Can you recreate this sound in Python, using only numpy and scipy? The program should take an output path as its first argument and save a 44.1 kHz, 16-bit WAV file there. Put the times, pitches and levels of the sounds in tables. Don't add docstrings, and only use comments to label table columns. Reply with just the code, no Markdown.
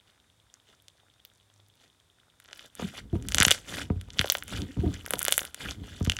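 import sys
import numpy as np
from scipy import signal
from scipy.fft import rfft, irfft, next_fast_len
from scipy.io import wavfile
from scipy.ndimage import uniform_filter1d, minimum_filter1d, map_coordinates

SR = 44100
rng = np.random.default_rng(int(sys.argv[2]) if len(sys.argv) > 2 else 0)


def store_wav(level_fs):
    pcm = np.round(np.clip(np.atleast_2d(level_fs), -1, 1) * 32767)
    wavfile.write(sys.argv[1], SR, pcm.T.astype(np.int16))


N = 272979

TOP_HZ = 16200
BED_START_S = 3.2
LONG_RING_HZ, LONG_RING_Q = 2810, 2.9

# [f/Hz, density/dB per Hz]
HISS_SPECTRUM = [(25, -18), (55, 0), (100, 1), (200, -8), (500, -11.5), (1500, -14), (2900, -18.5),
                 (3300, -14), (3680, -8.5), (4000, -19), (8500, -20.5), (9400, -19), (10500, -25),
                 (16000, -33)]
# [start/s, length/s, level/dB]
HUM_SWELL = [(1.52, 0.21, -65.5)]
# [f/Hz, t60/s]
ROOM_T60 = [(200, 0.57), (2500, 0.16), (8000, 0.26), (15000, 0.19)]
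# [f/Hz, width/Hz, level/dB]
DESK_MODES = [(90.1, 11.3, 2), (195.3, 10, -6), (281.2, 22, -3), (421, 20, 4), (486, 36, 0.5),
              (718, 19, 6.5), (957, 46, 12), (1210, 75, 10)]
# [start/s, length/s, level/dB, starting f/Hz]
SKIDS = [(2.814, 0.024, -40.5, 406), (2.826, 0.035, -31.5, 199), (3.128, 0.04, -31, 359.3),
         (4.685, 0.0248, -41.5, 270), (4.765, 0.02, -33, 295), (4.831, 0.068, -32.5, 372)]
# [start/s, length/s, level/dB]
SHOVES = [(2.83, 0.079, -37), (3.02, 0.055, -38), (3.17, 0.2, -31.5), (3.73, 0.13, -36.5),
          (3.96, 0.52, -51.5), (4.53, 0.11, -28.5), (4.82, 0.088, -25.5), (5.08, 0.26, -47),
          (5.63, 0.5, -37.5)]
# [f/Hz, density/dB per Hz]
RUMBLE_SPECTRUM = [(25, -46.5), (55, 8.5), (90, 0), (135, -1.5), (190, -4), (300, -8.5), (600, -30),
                   (1500, -52)]
# [t/s, level/dB, hardness/dB]
THUDS = [(2.795, -29.5, 16), (2.822, -26.5, -6), (3.129, -16, -39), (3.153, -19.5, -26),
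         (3.401, -16.5, -24), (3.465, -20, -22), (3.901, -14, -23), (3.958, -25, -58), (4.193, -21, -28),
         (4.769, -23, -28), (4.786, -16.5, -43), (4.861, -17.5, -35), (5.135, -23.5, 15), (6.008, -17, -28),
         (6.072, -14.5, -30)]
# [f/Hz, level/dB]
THUD_SPECTRUM = [(25, -39), (55, 5), (90, 2), (200, 2), (380, -12), (600, -19), (1000, -33), (2500, -36),
                 (8000, -114)]
# [start/s, length/s, level/dB]
PEELS = [(0.07, 0.041, -62.5), (0.67, 0.067, -60.5), (1.815, 0.048, -58.5), (2.54, 0.12, -54),
         (2.79, 0.1, -42.5), (2.95, 0.042, -43), (3.14, 0.022, -51.5), (3.68, 0.084, -40.5),
         (3.735, 0.09, -35.5), (4.195, 0.026, -37), (4.5, 0.1, -38.5), (4.61, 0.44, -55.5),
         (4.925, 0.06, -48), (5.6, 0.12, -38.5), (5.84, 0.17, -50.5)]
# [f/Hz, density/dB per Hz]
FIZZ_SPECTRUM = [(250, 8.5), (650, 3.5), (1000, -4), (1400, 0), (3200, -1.5), (5000, -11), (7000, -7),
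                 (11000, -12), (16000, -21)]
# [start/s, length/s, level/dB]
SQUEEZES = [(2.46, 0.2, -57), (3.36, 0.17, -34), (4.19, 0.18, -47.5), (5.11, 0.35, -44), (6.04, 0.55, -48)]
# [f/Hz, level/dB]
POP_COLOUR = [(400, 3), (650, 4.5), (1000, -2), (1400, 3.5), (2300, 0), (3200, 2), (5000, 0), (6200, 5.5),
              (8300, 2), (12500, 1)]
# [t/s, cavity level/dB, cavity f/Hz, skin snap level/dB, snap f/Hz]
POPS = [(0.5407, -55, 1660, -45, 6400), (0.8829, -43.5, 3330, -46.5, 7100),
        (1.2508, -43.5, 3100, -42.5, 13800), (2.401, -46, 1910, -49.5, 9900),
        (2.5306, -33.5, 2370, -57, 11100), (2.7525, -49, 2110, -39.5, 9040),
        (3.2248, -46.5, 2330, -45, 7700), (3.2864, -30, 2770, -27.5, 8550), (3.321, -25.5, 2380, -31, 7300),
        (3.3463, -15.5, 2600, -17, 7700), (3.3703, -34, 2480, -36, 8270), (3.3837, -13, 2300, -16.5, 7230),
        (3.402, -15, 2730, -16, 7050), (3.403, -30, 2510, -17.0, 7020), (3.4117, -12, 1800, -21, 5000),
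        (3.4303, -18, 2430, -13, 9260), (3.4512, -15.5, 2400, -12.5, 6700),
        (3.4821, -11.5, 1990, -21.5, 9000), (3.5086, -10.5, 2560, -10.5, 8700),
        (3.514, -2.5, 2800, -13, 7550), (3.5224, -20.5, 2640, -24.5, 7910),
        (4.0128, -39.0, 2460, -45.5, 9600), (4.2129, -15.5, 2130, -29.5, 10700),
        (4.3001, -9, 3900, -17.5, 10000), (4.3221, -23.0, 2400, -15, 14500),
        (4.371, -35, 2510, -35.5, 11770), (4.384, -38, 2580, -35, 8350), (4.4805, -39, 2510, -39.5, 8900),
        (4.9413, -39.5, 2570, -38.5, 6600), (5.0625, -29, 1900, -33.5, 10120),
        (5.1075, -25.5, 1950, -19.5, 10300), (5.1362, -18.5, 2070, -26, 9550),
        (5.1923, -33.5, 2410, -21, 9800), (5.2181, -30, 2420, -31, 8990), (5.2291, -33, 2150, -20, 11000),
        (5.2514, -24, 2260, -18.5, 10900), (5.2824, -18.5, 2320, -18.5, 8900),
        (5.3236, -10, 2920, -7.5, 9400), (5.3792, -17, 2030, -10, 10270), (5.3923, -21.5, 2540, -33, 12320),
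        (5.4515, -32, 2470, -32.5, 10000), (5.5454, -32.5, 2250, -32, 8920), (6.0518, -33, 2390, -39, 7100),
        (6.0979, -18.5, 2500, -24.5, 7600), (6.1196, -24, 2550, -35.5, 7850),
        (6.1672, -31.5, 2400, -33, 6500)]
# [t/s, level/dB, f/Hz]
PLOPS = [(2.5937, -35.5, 2430), (3.414, -23, 4640), (3.4231, -7.5, 2140), (3.4274, -23, 2320),
         (3.4471, -28, 7230), (3.4505, -9, 2300), (3.495, -28, 2180), (3.5161, -23, 2900),
         (4.1042, -36.5, 3220), (4.1866, -25.5, 2920), (4.193, -10, 2640), (4.2434, -26.5, 1960),
         (4.2745, -45, 11000), (4.3515, -20, 2180), (4.4248, -28.5, 1960), (4.4364, -37.5, 11800),
         (4.6189, -32, 3430), (5.1784, -47, 9370), (5.2641, -25, 2070), (5.2916, -25, 2080),
         (5.3101, -28.0, 12000), (5.3174, -32, 11000), (5.3405, -32, 8470), (5.3703, -34, 10000),
         (5.4305, -39, 11200), (5.7098, -29, 3970), (6.0639, -31, 2070), (6.1881, -26.5, 1980)]
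# [t/s, level/dB, f/Hz]
GULPS = [(3.3838, -28, 930), (3.4504, -16, 1050), (4.2447, -21, 580), (4.3517, -25, 734),
         (5.1075, -35, 590), (5.1363, -23.5, 570), (5.2824, -23, 630), (5.3794, -28, 640)]
# [t/s, level/dB]
LONG_RINGS = [(6.0972, -18), (6.1193, -27), (6.1673, -30)]


def amp(db):
    return 10 ** (np.asarray(db) / 20)


def unit(x):
    return x / np.sqrt(np.mean(x ** 2) + 1e-20)


def along(points, hz):
    point_hz, value = np.transpose(points)
    return np.interp(np.log(hz + 1), np.log(point_hz), value)


def wobble(rate_hz):
    return map_coordinates(rng.standard_normal(int(N * rate_hz / SR) + 4), [np.arange(N) * rate_hz / SR])


def filtered(x, response):
    size = next_fast_len(len(x) + 8192)
    return irfft(rfft(x, size) * response(np.fft.rfftfreq(size, 1 / SR)), size)[:len(x)]


def coloured(x, spectrum):
    return unit(filtered(x, lambda hz: amp(along(spectrum, hz))))


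def add(track, start_s, sound):
    part = track[max(round(start_s * SR), 0):][:len(sound)]
    part += sound[:len(part)]


def ping(hz, q):
    f = np.fft.rfftfreq(1024, 1 / SR)
    band = 1j * f * hz / q / (hz * hz - f * f + 1j * f * hz / q)
    wave = irfft(band ** 4 * (f < TOP_HZ))
    return wave / np.sqrt(np.sum(wave ** 2) / (SR / 1000))


def strokes(rows, rise_s, fall_s, arch_db, peak_at=0.49):
    t = np.arange(N) / SR
    gain = np.zeros(N)
    for start_s, length_s, db in rows:
        progress = np.clip((t - start_s) / length_s, 0, 1)
        before = np.maximum(start_s - t, 0) / rise_s
        after = np.maximum(t - start_s - length_s, 0) / fall_s
        arch = arch_db * (2 * (progress - peak_at)) ** 2
        gain += amp(db - 20 * (before + after) - arch)
    return gain


def bed():
    return uniform_filter1d(1.0 * (np.arange(N) / SR > BED_START_S), size=1000)


def grip():
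    return strokes(SQUEEZES, rise_s=0.093, fall_s=0.06, arch_db=2.0, peak_at=0.59)


def bubbles(per_second, spread_db, centre_hz, q):
    count = int(per_second * N / SR)
    when, size, pitch, life, polarity = rng.random((count, 5)).T
    hz = np.clip(centre_hz * (pitch / (1 - pitch)) ** 0.4, 700, 11500)[:, None]
    t = np.arange(200) / SR
    decay_per_s = np.pi * hz / (q * (0.5 + life[:, None]))
    gain = amp(spread_db * np.minimum(-np.log(1 - size), 3))[:, None] * np.sqrt(decay_per_s)
    envelope = decay_per_s * t * np.exp(-decay_per_s * t)
    sign = np.sign(polarity - 0.5)[:, None]
    grains = gain * envelope * np.sin(2 * np.pi * hz * t) * sign
    place = (when * N).astype(int)[:, None] + np.arange(len(t))
    return unit(np.bincount(place.ravel(), grains.ravel(), N)[:N])


def patchy(x, depth_db):
    z = signal.stft(x, nperseg=512)[2]
    field = uniform_filter1d(rng.standard_normal(z.shape), size=12, axis=0)
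    field = uniform_filter1d(field, size=6, axis=1)
    return signal.istft(z * amp(depth_db * unit(field)), nperseg=512)[1][:N]


def background(hiss_db=-68.0, hum_db=-76):
    hiss = amp(hiss_db) * coloured(rng.standard_normal(N), HISS_SPECTRUM)
    swell = amp(hum_db) + strokes(HUM_SWELL, rise_s=0.27, fall_s=0.081, arch_db=7)
    hum = swell * amp(2 * wobble(3)) * np.sin(2 * np.pi * 101 * np.arange(N) / SR)
    ticks = np.zeros(N)
    for tick_s in np.arange(0, N / SR, 1 / 10):
        add(ticks, tick_s, amp(-54) * ping(3330, 2.5))
    return hiss + hum + ticks


def room(x, tail_db=-20.0, build_s=0.0055):
    hz, t, z = signal.stft(rng.standard_normal(SR // 2), SR, nperseg=256)
    build = 1 - np.exp(-t / build_s)
    decay = amp(-60 * t / along(ROOM_T60, hz)[:, None])
    tail = signal.istft(z * build * decay, SR, nperseg=256)[1]
    return amp(tail_db) * signal.fftconvolve(x, tail / np.linalg.norm(tail))[:N]


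def alternating_room(x, count=3):
    turn = np.arange(N) // 700 % count
    return sum(room(x * (turn == k)) for k in range(count))


def desk(x):
    def response(f):
        ring = 0
        for hz, width_hz, db in DESK_MODES:
            ring = ring + amp(db) * 1j * f * width_hz / (hz * hz - f * f + 1j * f * width_hz)
        return 0.84 + ring
    return filtered(x, response)


def surfaces(x, near_db=-10, near_t60_s=0.023):
    t = np.arange(SR // 20) / SR
    near = rng.standard_normal(len(t)) * amp(-60 * t / near_t60_s)
    return x + amp(near_db) * signal.fftconvolve(x, near / np.linalg.norm(near))[:N]


def pop_colour(x):
    def response(hz):
        cepstrum = irfft(np.log(amp(along(POP_COLOUR, hz))))
        half = len(cepstrum) // 2
        return np.exp(rfft(np.r_[cepstrum[0], 2 * cepstrum[1:half]], 2 * half))
    return filtered(x, response)


def skids(skid_db=-1, sag_db_per_s=28, overtone_db=-17):
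    track = np.zeros(N)
    t = np.arange(SR // 8) / SR
    for start_s, length_s, db, hz in SKIDS:
        rough = (wobble(80) + 1j * wobble(80))[:len(t)]
        phase = 2 * np.pi * np.cumsum(hz * amp(-sag_db_per_s * t)) / SR
        tones = np.exp(1j * phase) + amp(overtone_db) * np.exp(2j * phase)
        note = unit(np.real(rough * tones))
        sliding = 1.0 * ((t > 0.003) & (t < length_s))
        gate = uniform_filter1d(sliding, size=260, mode="constant")
        add(track, start_s, amp(db + skid_db) * note * gate)
    return track


def kneading(rumble_db=-8.0, bed_db=-57):
    weight = strokes(SHOVES, rise_s=0.061, fall_s=0.06, arch_db=1) + amp(bed_db) * bed()
    rumble = coloured(rng.standard_normal(N), RUMBLE_SPECTRUM)
    return weight * amp(rumble_db + 3.74 * wobble(19)) * rumble


def thuds(lag_s=0.01206, dispersion=0.85, level_db=-1, hard_tilt=0.34, edge_db=-11, edge_s=0.026):
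    track = np.zeros(N)
    hz = np.fft.rfftfreq(8192, 1 / SR)
    octaves = np.log2(np.clip(hz, 100, 600) / 100)
    for (start_s, db, hard_db), chance_db in zip(THUDS, rng.standard_normal((len(THUDS), 2))):
        delay_s = lag_s * amp(chance_db[0]) * (100 / (hz + 20)) ** dispersion
        gain = amp(along(THUD_SPECTRUM, hz) + hard_tilt * (hard_db + 22.5) * octaves)
        wave = irfft(gain * np.exp(-2j * np.pi * np.cumsum(delay_s) * hz[1]))
        wave = amp(db + level_db) * wave / np.abs(wave).max()
        add(track, start_s, wave)
        reflection = amp(edge_db) * uniform_filter1d(wave, size=60)
        add(track, start_s + edge_s * amp(chance_db[1]), reflection)
    return track


def fizz(peel_db=-1, squeeze_db=-10, bed_db=-66):
    wet = bubbles(per_second=2600, spread_db=6, centre_hz=4200, q=2.4)
    mist = amp(-4) * rng.standard_normal(N)
    froth = patchy(wet + mist, depth_db=1.9)
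    stickiness_db = 1.9 * wobble(70)
    peeling = amp(peel_db) * strokes(PEELS, rise_s=0.046, fall_s=0.04, arch_db=2.5)
    squeezing = amp(squeeze_db) * grip()
    steady = amp(bed_db) * bed()
    breaking = np.sqrt(peeling ** 2 + squeezing ** 2 + steady ** 2)
    return breaking * amp(stickiness_db) * coloured(froth, FIZZ_SPECTRUM)


def crackle(crackle_db=-1, film_db=-7, idle_db=-76):
    pockets = amp(crackle_db) * bubbles(per_second=130, spread_db=5, centre_hz=2400, q=1.2)
    films = amp(film_db) * bubbles(per_second=110, spread_db=5, centre_hz=8800, q=1.8)
    idle = amp(idle_db) * bubbles(per_second=40, spread_db=2.6, centre_hz=2400, q=1.6)
    return grip() * (pockets + films) + idle


def pops(cavity_q=0.66, snap_q=1.14, cavity_db=-0.26, snap_db=-0.4, give_db=-19, give_hz=620):
    track = np.zeros(N)
    scatter = amp(1.3 * rng.standard_normal((len(POPS), 3)))
    for (start_s, body_db, body_hz, skin_db, skin_hz), vary in zip(POPS, scatter):
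        cavity = amp(body_db + cavity_db) * ping(body_hz, cavity_q * vary[0])
        snap = amp(skin_db + snap_db) * ping(skin_hz, snap_q * vary[1])
        give = amp(body_db + give_db) * ping(give_hz * vary[2], cavity_q)
        add(track, start_s, cavity + snap + give)
    for start_s, db, hz in list(PLOPS) + list(GULPS):
        add(track, start_s, amp(db + cavity_db) * ping(hz, cavity_q))
    for start_s, db in LONG_RINGS:
        add(track, start_s, amp(db) * ping(LONG_RING_HZ, LONG_RING_Q))
    return track


def scene(desk_wet_db=-3):
    slime = surfaces(pop_colour(pops() + crackle()) + fizz())
    knocks = desk(thuds() + kneading() + skids())
    echoes = alternating_room(slime + amp(desk_wet_db) * knocks)
    return (slime + knocks + echoes + background())[None]


def record(dry, low_cut_hz=40):
    lean = signal.sosfilt(signal.butter(2, low_cut_hz, "high", fs=SR, output="sos"), dry[0])
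    needed = 0.95 / np.maximum(np.abs(lean), 0.95)
    gain = uniform_filter1d(minimum_filter1d(needed, size=15), size=15)
    return filtered(lean * gain, lambda hz: 1 / (1 + (hz / TOP_HZ) ** 120))[None]


dry = scene()
out = record(dry)
store_wav(out)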